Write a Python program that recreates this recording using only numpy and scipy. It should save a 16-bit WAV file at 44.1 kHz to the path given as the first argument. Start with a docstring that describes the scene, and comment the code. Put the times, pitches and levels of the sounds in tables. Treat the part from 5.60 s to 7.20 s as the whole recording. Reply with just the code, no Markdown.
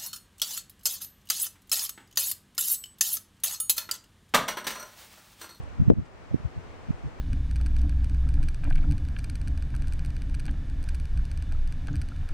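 """A breezy pasture with alpacas, close to the nearest animal, heard from a hand-held camera with two microphone ports.
Puffs of air buffet the ports in low thumps: swells of low noise, and single pressure swings for the hardest eddies.
The hardest, as the nearest animal jerks its head, pops and makes the limiter duck the steady rush of the field.
The rush is wide shaped noise; a few faint ticks and soft knocks from the animals are short bursts of band noise."""
import sys
import numpy as np
from scipy.fft import rfft, irfft, next_fast_len
from scipy.io import wavfile
from scipy.ndimage import map_coordinates

SR = 44100
rng = np.random.default_rng(int(sys.argv[2]) if len(sys.argv) > 2 else 0)


def dump(signal):
    """Clip the signal to [-1, 1] and save it as 16-bit WAV at the path in sys.argv[1]."""
    limited = np.clip(np.atleast_2d(signal).T, -1, 1)
    pcm = np.round(limited * 32767).astype(np.int16)
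    wavfile.write(sys.argv[1], SR, pcm)


N = 70560  # samples, 1.6 s

# Levels of puffs, eddies, ticks and field are ahead of the limiter.
# Puffs of air on the ports: middle_s, half_length_s, level_db, left_over_right_db, upper_edge_hz
AIR_PUFFS = [(.004, 0.0073, -30.5, 2, 130), (0.037, 0.013, -36.5, -5, 93), (0.133, 0.06, -42, -2.5, 87),
             (0.215, 0.016, -23, 4, 260), (0.27, 0.017, -26, 3, 180), (0.285, 0.01, -19, -3, 290),
             (0.3158, 0.0059, -9, 1.5, 563), (.335, 0.0031, -14.5, 7, 340), (0.384, .015, -19, -2.5, 264),
             (0.42, 0.011, -32, 6, 170), (0.721, 0.0068, -27.5, -2.5, 162), (0.748, 0.0094, -24, -5, 248),
             (0.803, 0.0062, -36.5, -5, 174), (0.856, 0.015, -26.5, 4, 139),
             (0.98, 0.014, -29.5, -0.5, 150), (1.295, 0.0056, -26, 1.5, 211), (1.341, 0.0095, -34, 2, 136),
             (1.459, 0.016, -29, -2, 160)]
# Single hard eddies: middle_s, middle_to_zero_ms, peak_full_scales (suction negative), left_over_right_db
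HARD_EDDIES = [(.201, 1.95, 0.43, -4.5), (.221, 1.7, 0.36, 6), (.283, 1.72, 0.69, -6.5),
               (0.3025, 0.85, -2, 6), (0.3055, 0.66, 1.5, 4.5), (0.312, 1.3, -0.04, 6),
               (.745, 0.91, -0.45, -4.5), (0.852, 1.9, 0.05, -4), (1.3077, 1.46, 0.31, -6),
               (1.459, 2.8, 0.05, -16)]
# Small noises of the animals: middle_s, half_length_s, level_db, centre_hz, width_octaves
ANIMAL_TICKS = [(0.026, 0.0016, -65.5, 7900, .25), (0.037, 0.00096, -63, 7940, 0.28),
                (0.384, .0005, -73, 4500, .6), (0.46, 0.0068, -66.5, 5520, 0.52),
                (0.714, 0.0026, -44.5, 617, 0.22), (1.446, 0.0041, -43.5, 283, 0.48)]
# Spectrum of the field's rush: frequency_hz, relative_density_db
FIELD_SPECTRUM = [(25, 1), (100, 0), (250, 0.5), (500, -1.5), (800, -4), (1300, -8), (2300, -13.5),
                  (3700, -22.5), (6000, -27), (8500, -33), (10500, -42), (12000, -56), (13500, -45.5),
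                  (15500, -42.5)]
# Stereo width of the rush: frequency_hz, side_over_mid_db
FIELD_WIDTH = [(60, -8), (200, -2.5), (500, -2.5), (1300, -1), (4400, -1.5), (12000, 0)]
# Slow course of the rush: time_s, level_db
FIELD_COURSE = [(0, -47.5), (.3, -48.5), (.7, -48.5), (1, -47.5), (1.52, -48), (1.6, -46)]

CROSS_FEED = 0.54  # each port reaches the other channel upside down, at this gain
PUFF_LOW_HZ, PUFF_BODY_HZ = 55.6, 139  # lower edge, start of the gentle fall
PUFF_STEEPNESS = 5.04  # order of the upper edge
FLUTTER_DB, FLUTTER_SWING_DB, FLUTTER_TOP_HZ = -48.5, 1, 92  # light buffeting between the puffs
FIELD_PAN_DB, FIELD_SWING_DB = 2.5, 0.27  # left over right, size of the small level wander
CEILING, RELEASE_S = .99, 0.22  # the limiter's threshold in full scales and its recovery time
HISS_BURST_DB, HISS_BURST_HZ = -48, 3000  # treble noise: level per neper of gain reduction, lower edge
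TOP_HZ = 15800  # band limit of the microphone signal


def amp(db):
    """Decibels to gain."""
    return 10 ** (np.asarray(db) / 20)


def unit(x):
    """Scale to rms 1."""
    return x / np.sqrt(np.mean(x ** 2) + 1e-20)


def along(points, hz):
    """Read (Hz, value) points on a log frequency axis."""
    f, v = np.transpose(points)
    return np.interp(np.log(hz + 1), np.log(f + 1), v)


def wobble(rate):
    """A random curve through rate knots a second, smoothed by a spline."""
    knots = rng.standard_normal(int(N * rate / SR) + 4)
    return map_coordinates(knots, [np.arange(N) * rate / SR])


def filtered(x, response):
    """Apply a gain that depends on frequency, with room for the ringing."""
    m = next_fast_len(N + SR // 4)
    spectrum = rfft(x, m) * response(np.fft.rfftfreq(m, 1 / SR))
    return irfft(spectrum, m)[..., :N]


def pan(db):
    """Left and right gains that differ by db."""
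    return amp([[db / 2], [-db / 2]])


def burst(noise, middle_s, half_length_s):
    """Noise under a bell-shaped swell, about rms 1 at its top."""
    bell = np.exp(-.5 * ((np.arange(N) / SR - middle_s) / half_length_s) ** 2)
    return unit(noise * bell) * np.sqrt(np.mean(bell ** 2))


def turbulence(top_hz):
    """Low pressure noise on both ports, cross-fed so the two channels are largely opposite."""
    def response(f):
        lower_edge = f ** 2 / np.hypot(f ** 2, PUFF_LOW_HZ ** 2)
        gentle_fall = 1 / np.hypot(1, f / PUFF_BODY_HZ)
        upper_edge = 1 / np.hypot(1, (f / top_hz) ** PUFF_STEEPNESS)
        return lower_edge * gentle_fall * upper_edge

    ports = filtered(rng.standard_normal((2, N)), response)
    return unit(ports - CROSS_FEED * ports[::-1])


def puffs():
    """Air buffeting the ports: swells of turbulence over a light, continuous flutter."""
    flutter_db = FLUTTER_DB + FLUTTER_SWING_DB * wobble(4.6)
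    out = amp(flutter_db) * turbulence(FLUTTER_TOP_HZ)
    for middle_s, half_length_s, level_db, left_over_right_db, upper_edge_hz in AIR_PUFFS:
        swell = burst(turbulence(upper_edge_hz), middle_s, half_length_s)
        out += amp(level_db) * pan(left_over_right_db) * swell
    return out


def eddies():
    """Each eddy is one smooth pressure swing, strongest in the channel of the port it hits."""
    out = np.zeros((2, N))
    for middle_s, width_ms, peak, left_over_right_db in HARD_EDDIES:
        u = (np.arange(N) / SR - middle_s) * 1000 / width_ms
        swing = (1 - u ** 2) * np.exp(-u ** 2 / 2)
        gains = pan(left_over_right_db)
        # the louder channel reaches the full peak; the right one is upside down
        out += peak * swing * gains / gains.max() * [[1], [-1]]
    return out


def ticks():
    """Brief ticks in the grass and soft knocks, straight ahead: short bursts of band noise."""
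    out = np.zeros((2, N))
    for middle_s, half_length_s, level_db, centre_hz, width_octaves in ANIMAL_TICKS:
        def band(f):
            return np.exp(-.5 * (np.log2((f + 1) / centre_hz) / width_octaves) ** 2)

        noise = filtered(rng.standard_normal(N), band)
        out += amp(level_db) * burst(noise, middle_s, half_length_s)
    return out


def field():
    """Wide, steady rush of wind over grass and trees: shaped noise in mid and side."""
    def response(f):
        mid_db = along(FIELD_SPECTRUM, f)
        return amp([mid_db, mid_db + along(FIELD_WIDTH, f)])

    mid, side = filtered(rng.standard_normal((2, N)), response)
    rush = unit(np.array([mid + side, mid - side]))
    course_db = np.interp(np.arange(N) / SR, *np.transpose(FIELD_COURSE))
    level_db = course_db + FIELD_SWING_DB * wobble(11.54)
    return amp(level_db) * pan(FIELD_PAN_DB) * rush


def scene():
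    """The air on the microphone over the animals and their field."""
    return puffs() + eddies() + ticks() + field()


def record(dry):
    """A linked limiter flattens the peaks and recovers slowly; treble noise is added, then the band is cut off."""
    excess = np.maximum(np.abs(dry).max(axis=0) / CEILING, 1)
    # the log gain reduction jumps up at once and decays exponentially
    fade = np.exp(-np.arange(N) / SR / RELEASE_S)
    held = np.maximum.accumulate(np.log(excess) / fade) * fade
    limited = dry * np.exp(-held)
    # short burst of treble noise while the gain reduction rises
    rising = held * (np.diff(held, prepend=0) > 0)
    treble = unit(filtered(rng.standard_normal((2, N)), lambda f: f / np.hypot(f, HISS_BURST_HZ)))
    hiss_burst = amp(HISS_BURST_DB) * rising * treble
    return filtered(limited + hiss_burst, lambda f: f < TOP_HZ)


dry = scene()
out = record(dry)
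dump(out)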